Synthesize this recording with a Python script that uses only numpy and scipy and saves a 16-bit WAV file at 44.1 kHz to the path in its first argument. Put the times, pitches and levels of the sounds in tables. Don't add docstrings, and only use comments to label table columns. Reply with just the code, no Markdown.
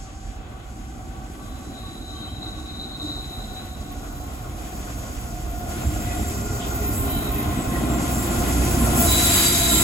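import sys
import numpy as np
from scipy import signal
from scipy.fft import rfft, irfft, next_fast_len
from scipy.io import wavfile

SR = 44100
rng = np.random.default_rng(int(sys.argv[2]) if len(sys.argv) > 2 else 0)


def master(y):
    cut = np.clip(np.atleast_2d(y).T, -1, 1)
    pcm = np.round(cut * 32767)
    wavfile.write(sys.argv[1], SR, pcm.astype(np.int16))


N = 433503
TIME = np.arange(N) / SR
SIZE = next_fast_len(N, real=True)
BINS = np.maximum(np.fft.rfftfreq(SIZE, 1 / SR), 1)

SPEED_M_PER_S, NEAREST_M, PASSES_AT_S = 15, 6, 10.54
OPEN_AT_S, OPEN_TAKES_S = 5.61, 0.12
SCREENED_AT_S, SCREENED_TAKES_S = 9.046, 0.46

# frequency in Hz, likeness from 0 to 1.
CHANNEL_LIKENESS = [(60, 0.97), (150, 0.96), (320, 0.91), (650, 0.56), (1100, 0.062), (1700, 0.16),
                    (2600, 0.049), (3600, 0.35), (5000, 0.12), (6200, 0.56), (6900, 1), (8000, 1),
                    (9000, 1), (10200, 1), (11400, 0.87), (12600, .75), (13600, 0.94)]
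# frequency in Hz, left minus right in dB.
CHANNEL_TILT = [(50, -3), (130, -2), (300, .2), (1200, 2), (2600, 2), (5000, 0.5), (7000, -0.5)]
# frequency in Hz, lead of the left channel in radians.
CHANNEL_LEAD = [(0, 0), (500, .65), (900, .9), (1400, 1.1), (1650, 4), (2450, 6.3), (3600, 9.4),
                (4750, 12.6), (5500, 15), (6100, 13.5), (7000, 12.6), (9050, 9.4), (11400, 6.3),
                (13400, 3.1), (14300, 2.6), (15500, 0)]
CUTOFF_HZ = 15800

# peak in seconds, length in seconds, mode in Hz, width in Hz,
# level in dB before the squeaks' common gain.
FLANGE_SQUEAKS = [(1.5, .16, 3580, 80, -61), (2.248, 0.27, 3160, 90, -55), (6.09, 0.13, 1980, 110, -48.5),
                  (6.13, .09, 2525, 60, -48.5), (6.64, 0.092, 3250, 1100, -41.5),
                  (7.75, 0.064, 1900, 110, -40), (6.97, 0.091, 7720, 140, -41.5),
                  (7.17, 0.18, 3080, 170, -47), (7.17, 0.19, 3900, 260, -43.5),
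                  (7.264, 0.078, 3900, 170, -42), (7.62, 0.093, 7830, 69.9, -42),
                  (9.45, 0.28, 4700, 200, -33)]
# frequency in Hz, width in Hz, relative level in dB.
FAR_WHEEL_MODES = [(3145, 45, -21), (3810, 130, 0), (3680, 80, -9), (3920, 110, -4), (4080, 240, -10),
                   (4915, 50, -24)]
# frequency in Hz, relative level in dB, wobble in Hz.
FAR_WHEEL_STRANDS = [(3690, -13, 25), (3800, -3.5, 26), (3885, -7, 30), (3964, 0.3, 8), (4050, -12, 30),
                     (4150, -16, 30)]
# frequency in Hz,
# width in Hz, relative level in dB.
NEAR_SQUEAL_BANDS = [(2140, 50, -13), (2353, 40, -14), (3074, 50, -12), (3375, 60, -15), (3840, 200, -6.7),
                     (4081, 30, -11), (4700, 280, -18), (4732, 14, -10), (4785, 30, -15), (6412, 22, -7),
                     (7279, 10, 2), (7447, 50, -2), (7681, 26, 0), (8110, 90, -10), (11294, 16, -5),
                     (11930, 12, -2), (12365, 22, -9)]
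# frequency in Hz, width in Hz, relative level in dB.
SHRILL_WHEEL_MODES = [(12600, 130, -9), (13250, 70, 3), (13100, 750, -13), (13700, 400, -18)]
# frequency in Hz, width in Hz, relative level in dB.
THIN_WHEEL_MODES = [(7400, 95, 7), (7600, 75, -8), (8060, 130, -7)]
# frequency in Hz, width in Hz, relative level in dB.
HUMMING_WHEEL_MODES = [(1960, 130, -1.5), (2110, 110, -3.5), (2530, 160, -4), (3085, 70, -7),
                       (3820, 120, -4)]
# voice, start in seconds, attack in seconds, hold in seconds, release in seconds,
# level in dB before that voice's gain, swell while held in dB per second.
WHEEL_SQUEALS = [ ("far", 1.36, 0.08, 0.24, 0.11, -60, 3), ("far", 1.73, 0.071, 1.49, 0.42, -52.5, 5.4),
                 ("far", 1.72, .04, .08, .05, -55, 0), ("far", 2.08, .03, .06, .03, -53, 0),
                 ("far", 2.2, .02, .04, .04, -48, 0), ("far", 2.41, .015, .05, .02, -45.5, 0),
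                 ("far", 2.65, .015, .03, .04, -50, 0), ("far", 2.78, .02, .05, .02, -46, 0),
                 ("far", 2.89, .015, .05, .02, -46, 0), ("far", 2.99, .02, .17, .05, -43.5, 0),
                 ("far", 3.39, .015, .02, .03, -50, 0), ("far", 3.55, .015, .02, .03, -52, 0),
                 ("humming", 5.7, .3, 2.9, .3, -50, 2.2), ("shrill", 2.7, 0.54, 3.46, .3, -54.5, 2.9),
                 ("thin", 5.77, 0.062, 0.56, 0.42, -47, 7), ("shrill", 6.66, 0.24, 0.5, .18, -35.5, .3),
                 ("thin", 7.86, 0.05, 0.1, 0.05, -42, .3), ("thin", 8.1, 0.04, 0.12, 0.06, -39, .3),
                 ("thin", 8.43, 0.05, 0.06, 0.06, -42, .3), ("thin", 9.6, 0.16, 0.094, .12, -37, .3),
                 ("near", 9.03, 0.08, .75, .3, -28.5, 4.3)]
SING_HZ, SING_SAG_HZ_PER_S, SING_WAVER_HZ_PER_S = 3947, 40, 30
SING_AT_S, SING_ATTACK_S, SING_DB, SING_FADE_DB_PER_S = 9.055, .05, -29.7, 5.5

# frequency in Hz, relative level in dB per Hz.
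HISS_COLOUR = [(3000, -24), (4400, -3.5), (4800, 0.5), (5250, -2), (5700, 1.5), (6200, 0.5), (6700, 5.5),
               (7050, 3), (7400, 2.5), (8150, 2.5), (8800, -33), (9700, -4), (11000, -6.5), (14000, -38)]
# frequency in Hz, relative level in dB per Hz.
SIZZLE_COLOUR = [(5000, -64), (7500, 2.5), (8800, -4), (10300, 2.5), (11800, -0.5), (12800, -1),
                 (13700, -6), (14900, -21), (17000, -26)]
# frequency in Hz, relative level in dB per Hz.
FINE_SIZZLE_COLOUR = [(11500, -35), (13500, -4), (14600, -6), (15600, 0), (17000, -3.5)]
# start in seconds, hold in seconds,
# change of roar in dB, of hiss in dB, of both sizzles in dB.
HIGH_STEPS = [(-.05, 0.085, 2, 6, -16), (.36, 0.069, 1.5, -4.5, -6), (1.3, 0.64, 1.3, 1, 4),
              (3.0, 0.36, 0.5, 1, 1.5), (4.55, 0.52, 1.7, 3, 2), (5.66, 0.6, 1, 5, 7),
              (6.3, 0.44, -2.8, 4.5, 0), (6.9, 0.031, -1, 2.5, 11.5), (7.67, .01, 1, -0.5, 4),
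              (7.99, 0.9, 0.5, 3, 4), (8.94, 0.45, 3, 5, 7), (9.15, 0.25, 3, 3, 1)]
STEP_ATTACK_S, STEP_RELEASE_S = 0.038, 0.15

# frequency in Hz, relative level in dB per Hz.
RUMBLE_COLOUR = [(70, -42), (120, 3.5), (165, -2.5), (215, 1.5), (255, 2.5), (300, 0.5), (335, -0.5),
                 (375, -6.5), (480, -16), (800, -13), (1600, -42.5)]
# frequency in Hz, relative level in dB per Hz.
RUSH_COLOUR = [(250, -1.5), (420, 1), (560, 0.5), (730, 5.5), (900, -7), (1100, -2), (1250, -3), (1480, -2),
               (1700, -20), (3000, -37)]
# frequency in Hz, relative level in dB per Hz.
ROAR_COLOUR = [(900, -1), (1600, 2), (2100, 1.5), (2330, 0.5), (2550, 2), (2800, -1), (3150, 0.5),
               (3600, -1), (3950, -1), (4350, -8), (5000, -21), (7000, -43)]

# time in seconds, blade rate in Hz.
FAN_BLADE_RATE = [(0, 382.4), (2.5, 377.2), (4, 366.2), (5.3, 357.7), (6.7, 352.7), (8.3, 350.9),
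                  (9.83, 343)]
# multiple of the blade rate, far level in dB, growth with nearness,
# gain in the open in dB, loss behind the cab in dB.
FAN_HARMONICS = [(2, -51, 0.79, 2.5, 6), (3, -60.5, 1.07, 3, 6.5), (4, -60.5, 1, 3.5, 4.5)]
# start in seconds, hold in seconds, change of the second in dB,
# of the third in dB, of the fourth in dB.
FAN_TONE_SWELLS = [(1.1, 0.073, 5.5, 7, 4), (1.35, 0.19, 1, 8.5, 2), (1.75, 0.093, -1, 9.5, 0),
                   (2.08, 0.08, 0, 10.5, 5), (2.42, 0.24, 0, 6, 5), (2.85, 0.12, -2, 4, 2),
                   (3.25, .2, 3, -1, -1), (3.65, 0.26, 2.5, 0.5, -2), (4.15, 0.18, 1.5, 1, -13),
                   (4.5, 0.14, 1.5, -1, -10), (5.3, 0.28, 4.5, -6, -2), (6.06, 0.068, 8, -10, 2),
                   (6.35, 0.42, 0.5, 0, 5), (6.98, 0.091, 3.5, 3, -1), (7.3, 0.25, -1, 6.5, -4),
                   (7.68, 0.53, 0, 5, 0), (8.75, 1.0, 1.5, 2.5, 2.5)]
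SWELL_ATTACK_S, SWELL_RELEASE_S = 0.048, 0.098
FAN_WAVER, FAN_FLICKER_DB = .006, 1.0

# start in seconds, hold in seconds, centre pitch in Hz, level in dB.
ENGINE_GROWLS = [(1.482, 0.18, 261.6, -43), (2.08, 0.61, 305, -47), (2.993, 0.063, 299.5, -40.5),
                 (3.754, 0.42, 283, -45.5), (4.75, 0.19, 289.4, -44.5), (5.717, 0.41, 299.7, -40.5),
                 (6.15, 1.2, 409, -40.5), (6.96, 0.32, 287.4, -36), (7.444, 0.44, 245, -36.5),
                 (8.197, 1.6, 345.3, -36), (9.02, 0.049, 309.4, -24.5)]
GROWL_ATTACK_S, GROWL_RELEASE_S = 0.054, 0.075
# frequency in Hz, relative level in dB per Hz.
BOOM_COLOUR = [(12, -36), (25, -30), (33, -14), (43, 0.5), (56, -4.5), (68, -4), (90, -24), (130, -32),
               (400, -64)]
# frequency in Hz, relative level in dB per Hz.
THROB_COLOUR = [(40, -38), (62, -0.5), (78, 4), (100, 1.5), (125, -4.5), (160, -12.5), (300, -58)]
# start in seconds, hold in seconds, change of engine note in dB,
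# of boom in dB, of throb in dB, of rumble in dB.
ENGINE_SURGES = [(-.1, 0.39, 0, -0.5, -1.5, -1), (.7, 2.3, 1, -2, 0, 2.5), (4.75, 0.092, 8, -1, 2, -4.5),
                 (5.25, 0.25, 5, 3.5, 0, 0), (5.75, 0.098, 3.5, 2, 9.5, -2), (6.25, 0.046, 3.5, 0, 3.5, -1),
                 (6.85, 0.078, -4, 7, 5.5, 1), (7.72, 0.047, 3, -9, -2, 5.5), (8.44, 0.45, 4, -2, 1, -1.1),
                 (8.85, 0.089, -5, -6, 3, 2.5)]
SURGE_ATTACK_S, SURGE_RELEASE_S = 0.082, 0.2
CRANK_HZ = 15.4
# multiple of the crank rate, relative level in dB.
ENGINE_ORDERS = [(2.5, -14), (3.5, -10), (4, 4.5), (5.5, -10), (6.5, -8), (8, -4.5), (8.5, -13),
                 (10.5, -10), (12.5, -7.5), (14.5, -11), (16, -10), (17, -12), (19, -12)]


def from_db(db):
    return 10 ** (np.asarray(db) / 20)


def rms_one(x):
    return x / np.sqrt(np.mean(np.abs(x) ** 2) + 1e-20)


def by_hz(points):
    hz, value = np.transpose(points)
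    return np.interp(np.log(BINS), np.log(hz), value)


def drift(rate):
    pole = np.exp(-80 * np.pi * rate / SR)
    noise = rng.standard_normal(N // 40 + 2002)
    slow = signal.lfilter([1], [1, -2 * pole, pole * pole], noise)[2000:]
    return np.interp(np.arange(N) / 40, np.arange(len(slow)), rms_one(slow))


def ramp(start_s, length_s):
    return np.clip((TIME - start_s) / max(length_s, 1e-3), 0, 1)


def envelope(start_s, attack_s, hold_s, release_s):
    released_s = np.maximum(TIME - start_s - attack_s - hold_s, 0)
    return ramp(start_s, attack_s) * np.exp(-released_s / max(release_s, 1e-3))


def lifts(events, attack_s, release_s):
    rows = np.array(events)
    envelopes = np.array([envelope(start, attack_s, hold, release_s) for start, hold in rows[:, :2]])
    return rows[:, 2:].T @ envelopes


def approach(far_db, growth, open_db, screened_db=0):
    metres = np.hypot(NEAREST_M, SPEED_M_PER_S * (PASSES_AT_S - TIME))
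    nearness_db = 20 * np.log10(metres[0] / metres)
    view_db = open_db * ramp(OPEN_AT_S, OPEN_TAKES_S)
    view_db = view_db - screened_db * ramp(SCREENED_AT_S, SCREENED_TAKES_S)
    return far_db + growth * nearness_db + view_db


def stereo_noise(gain, alike):
    mid, side = rfft(rng.standard_normal((2, SIZE)))
    alike = np.clip(alike, -1, 1)
    pair = np.sqrt(1 + alike) * mid + np.sqrt(1 - alike) * side * [[1], [-1]]
    return rms_one(irfft(pair * gain, SIZE)[:, :N])


def wash(colour, level_db, flutter_db, flutter_rate, modes_db=0):
    noise = stereo_noise(from_db(by_hz(colour) + modes_db), by_hz(CHANNEL_LIKENESS))
    return from_db(level_db + flutter_db * drift(flutter_rate)) * noise


def ringing(ripple_db, spacing_hz):
    heights = np.clip(rng.standard_normal(4000), -1.5, 1.5)
    return ripple_db * np.interp(BINS / spacing_hz, np.arange(len(heights)), heights)


def smeared_tone(hz, level_db, width_hz, scatter):
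    direct, left, right = (drift(width_hz) + 1j * drift(width_hz) for _ in range(3))
    smear = rms_one(direct + scatter * np.array([left, right]))
    carrier = np.exp(2j * np.pi * np.cumsum(hz) / SR)
    return np.sqrt(2) * from_db(level_db) * np.real(smear * carrier)


def squeal(bands, drive, gain_db, alike, stutter_db, stutter_rate):
    power = sum(from_db(db) ** 2 / (1 + (2 * (BINS - hz) / width) ** 2) ** 2 for hz, width, db in bands)
    stutter = from_db(gain_db + stutter_db * drift(stutter_rate))
    return drive * stutter * stereo_noise(np.sqrt(power), alike)


def squeaks():
    out = 0
    for peak, length, hz, width, db in FLANGE_SQUEAKS:
        drive = from_db(db) * envelope(peak - length * 2 / 3, length / 2, length / 3, length / 3)
        out = out + squeal([(hz, width, 0)], drive, gain_db=1.5, alike=0.26, stutter_db=2.0, stutter_rate=50)
    return out


def grip(voice):
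    drive = 0
    for name, start, attack, hold, release, db, swell in WHEEL_SQUEALS:
        if name == voice:
            held_s = np.clip(TIME - start - attack, 0, hold)
            drive = drive + envelope(start, attack, hold, release) * from_db(db + swell * held_s)
    return drive


def strands(drive, level_db, width_hz):
    return drive * sum(smeared_tone(hz + wobble_hz * drift(12), level_db + db, width_hz, scatter=0.4)
                       for hz, db, wobble_hz in FAR_WHEEL_STRANDS)


def singing(lead, breakup_per_s):
    age_s = np.maximum(TIME - SING_AT_S, 0)
    hz = SING_HZ - SING_SAG_HZ_PER_S * age_s + SING_WAVER_HZ_PER_S * age_s * drift(15)
    scatter = breakup_per_s * age_s
    echoes = rms_one(np.array([drift(25) + 1j * drift(25) for _ in range(2)]))
    direct = np.exp(.5j * lead * np.array([[1], [-1]]))
    pair = (direct + scatter * echoes) / np.hypot(1, scatter)
    level_db = SING_DB - SING_FADE_DB_PER_S * age_s + 1.5 * drift(20)
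    gain = ramp(SING_AT_S, SING_ATTACK_S) * from_db(level_db)
    return np.sqrt(2) * gain * np.real(pair * np.exp(2j * np.pi * np.cumsum(hz) / SR))


def wheels():
    chatter = grip("far") * from_db(1.0 * drift(30))
    far = squeal(FAR_WHEEL_MODES, chatter, gain_db=-0.5, alike=0.75, stutter_db=1.0, stutter_rate=30)
    far = far + strands(chatter, level_db=-0.5, width_hz=9.0)
    near = squeal(NEAR_SQUEAL_BANDS, grip("near"), gain_db=3.0, alike=-0.12, stutter_db=1.8, stutter_rate=13)
    near = near + singing(lead=2.2, breakup_per_s=2.2)
    shrill = squeal(SHRILL_WHEEL_MODES, grip("shrill"), gain_db=3.5, alike=0.98,
                    stutter_db=1.7, stutter_rate=16)
    thin = squeal(THIN_WHEEL_MODES, grip("thin"), gain_db=-.5, alike=.85, stutter_db=2, stutter_rate=12)
    humming = squeal(HUMMING_WHEEL_MODES, grip("humming"), gain_db=0, alike=.7,
                     stutter_db=1.5, stutter_rate=8)
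    return far + near + shrill + thin + humming


def flanges(hiss_change_db, sizzle_change_db):
    hiss_db = approach(far_db=-55.5, growth=1.24, open_db=-1.5) + hiss_change_db
    sizzle_db = approach(far_db=-61.0, growth=1.78, open_db=-1.5) + sizzle_change_db
    fine_db = approach(far_db=-80.5, growth=2.65, open_db=1.0, screened_db=11.0) + sizzle_change_db
    steel_db = ringing(ripple_db=3.0, spacing_hz=30.0)
    hiss = wash(HISS_COLOUR, hiss_db, flutter_db=1.1, flutter_rate=9, modes_db=steel_db)
    sizzle = wash(SIZZLE_COLOUR, sizzle_db, flutter_db=1.0, flutter_rate=20, modes_db=steel_db)
    fine = wash(FINE_SIZZLE_COLOUR, fine_db, flutter_db=-5.5, flutter_rate=12, modes_db=steel_db)
    return hiss + sizzle + fine


def rolling(rumble_change_db, roar_change_db, pulse):
    rumble_db = approach(far_db=-44.5, growth=0.95, open_db=4.5, screened_db=8.5) + rumble_change_db
    rush_db = approach(far_db=-48.5, growth=1.15, open_db=0.5, screened_db=21.0)
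    roar_db = approach(far_db=-53, growth=0.91, open_db=3.5) + roar_change_db
    body_db = ringing(ripple_db=2.5, spacing_hz=7.4)
    rail_db = ringing(ripple_db=2.3, spacing_hz=34)
    rumble = wash(RUMBLE_COLOUR, rumble_db, flutter_db=1.2, flutter_rate=22, modes_db=body_db)
    rush = wash(RUSH_COLOUR, rush_db, flutter_db=2.0, flutter_rate=11.5)
    roar = wash(ROAR_COLOUR, roar_db, flutter_db=1.2, flutter_rate=12, modes_db=rail_db)
    return pulse * rumble + rush + roar


def fan(width_hz, scatter):
    blade_hz = np.interp(TIME, *np.transpose(FAN_BLADE_RATE))
    swells_db = lifts(FAN_TONE_SWELLS, SWELL_ATTACK_S, SWELL_RELEASE_S)
    out = 0
    for (multiple, *level), swell_db in zip(FAN_HARMONICS, swells_db):
        hz = round(multiple) * blade_hz * (1 + FAN_WAVER * drift(3.99))
        level_db = approach(*level) + swell_db + FAN_FLICKER_DB * drift(2.4)
        out = out + smeared_tone(hz, level_db, width_hz, scatter * multiple)
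    return out


def growls():
    out = 0
    for start, hold, hz, db in ENGINE_GROWLS:
        tone = smeared_tone(hz * (1 + .02 * drift(4.046)), db, width_hz=15.6, scatter=0.22)
        out = out + envelope(start, GROWL_ATTACK_S, hold, GROWL_RELEASE_S) * tone
    return out


def exhaust(boom_change_db, throb_change_db):
    boom_db = approach(far_db=-38.0, growth=0.2, open_db=0.0, screened_db=9) + boom_change_db
    throb_db = approach(far_db=-43, growth=0.8, open_db=1.0, screened_db=6.5) + throb_change_db
    boom = wash(BOOM_COLOUR, boom_db, flutter_db=2.1, flutter_rate=11)
    throb = wash(THROB_COLOUR, throb_db, flutter_db=2.0, flutter_rate=24.0)
    return boom + throb


def crank():
    return np.cumsum(CRANK_HZ * (1 + .003 * drift(2))) / SR


def firing(turns, depth):
    pulses = np.cos(2 * np.pi * 4 * turns)
    lope = .5 * np.cos(2 * np.pi * turns)
    return rms_one(1 + depth * (pulses + lope))


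def engine(turns, note_change_db, waver_db):
    out, top_db = 0, max(db for _, db in ENGINE_ORDERS)
    for order, db in ENGINE_ORDERS:
        phase = 2 * np.pi * (order * turns + rng.random())
        waver_share = .5 if db == top_db else 1
        out = out + from_db(db + waver_db * waver_share * drift(5.0)) * np.sin(phase)
    level_db = approach(far_db=-56.0, growth=1.23, open_db=4.0, screened_db=9.0) + note_change_db
    return np.sqrt(2) * from_db(level_db) * out


def scene():
    note_db, boom_db, throb_db, rumble_db = lifts(ENGINE_SURGES, SURGE_ATTACK_S, SURGE_RELEASE_S)
    roar_db, hiss_db, sizzle_db = lifts(HIGH_STEPS, STEP_ATTACK_S, STEP_RELEASE_S)
    turns = crank()
    pulse = firing(turns, depth=.22)
    track = squeaks() + wheels() + flanges(hiss_db, sizzle_db) + rolling(rumble_db, roar_db, pulse)
    locomotive = fan(width_hz=22.0, scatter=0.42) + growls() + exhaust(boom_db, throb_db)
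    locomotive = locomotive + engine(turns, note_db, waver_db=3.5)
    return track + locomotive


def record(dry):
    lead = np.interp(BINS, *np.transpose(CHANNEL_LEAD))
    phases = np.exp(.5j * lead * [[1], [-1]])
    gains = from_db(.5 * by_hz(CHANNEL_TILT) * [[1], [-1]])
    low_pass = 1 / np.sqrt(1 + (BINS / CUTOFF_HZ) ** 400)
    return irfft(rfft(dry, SIZE) * phases * gains * low_pass, SIZE)[:, :N]


dry = scene()
out = record(dry)
master(out)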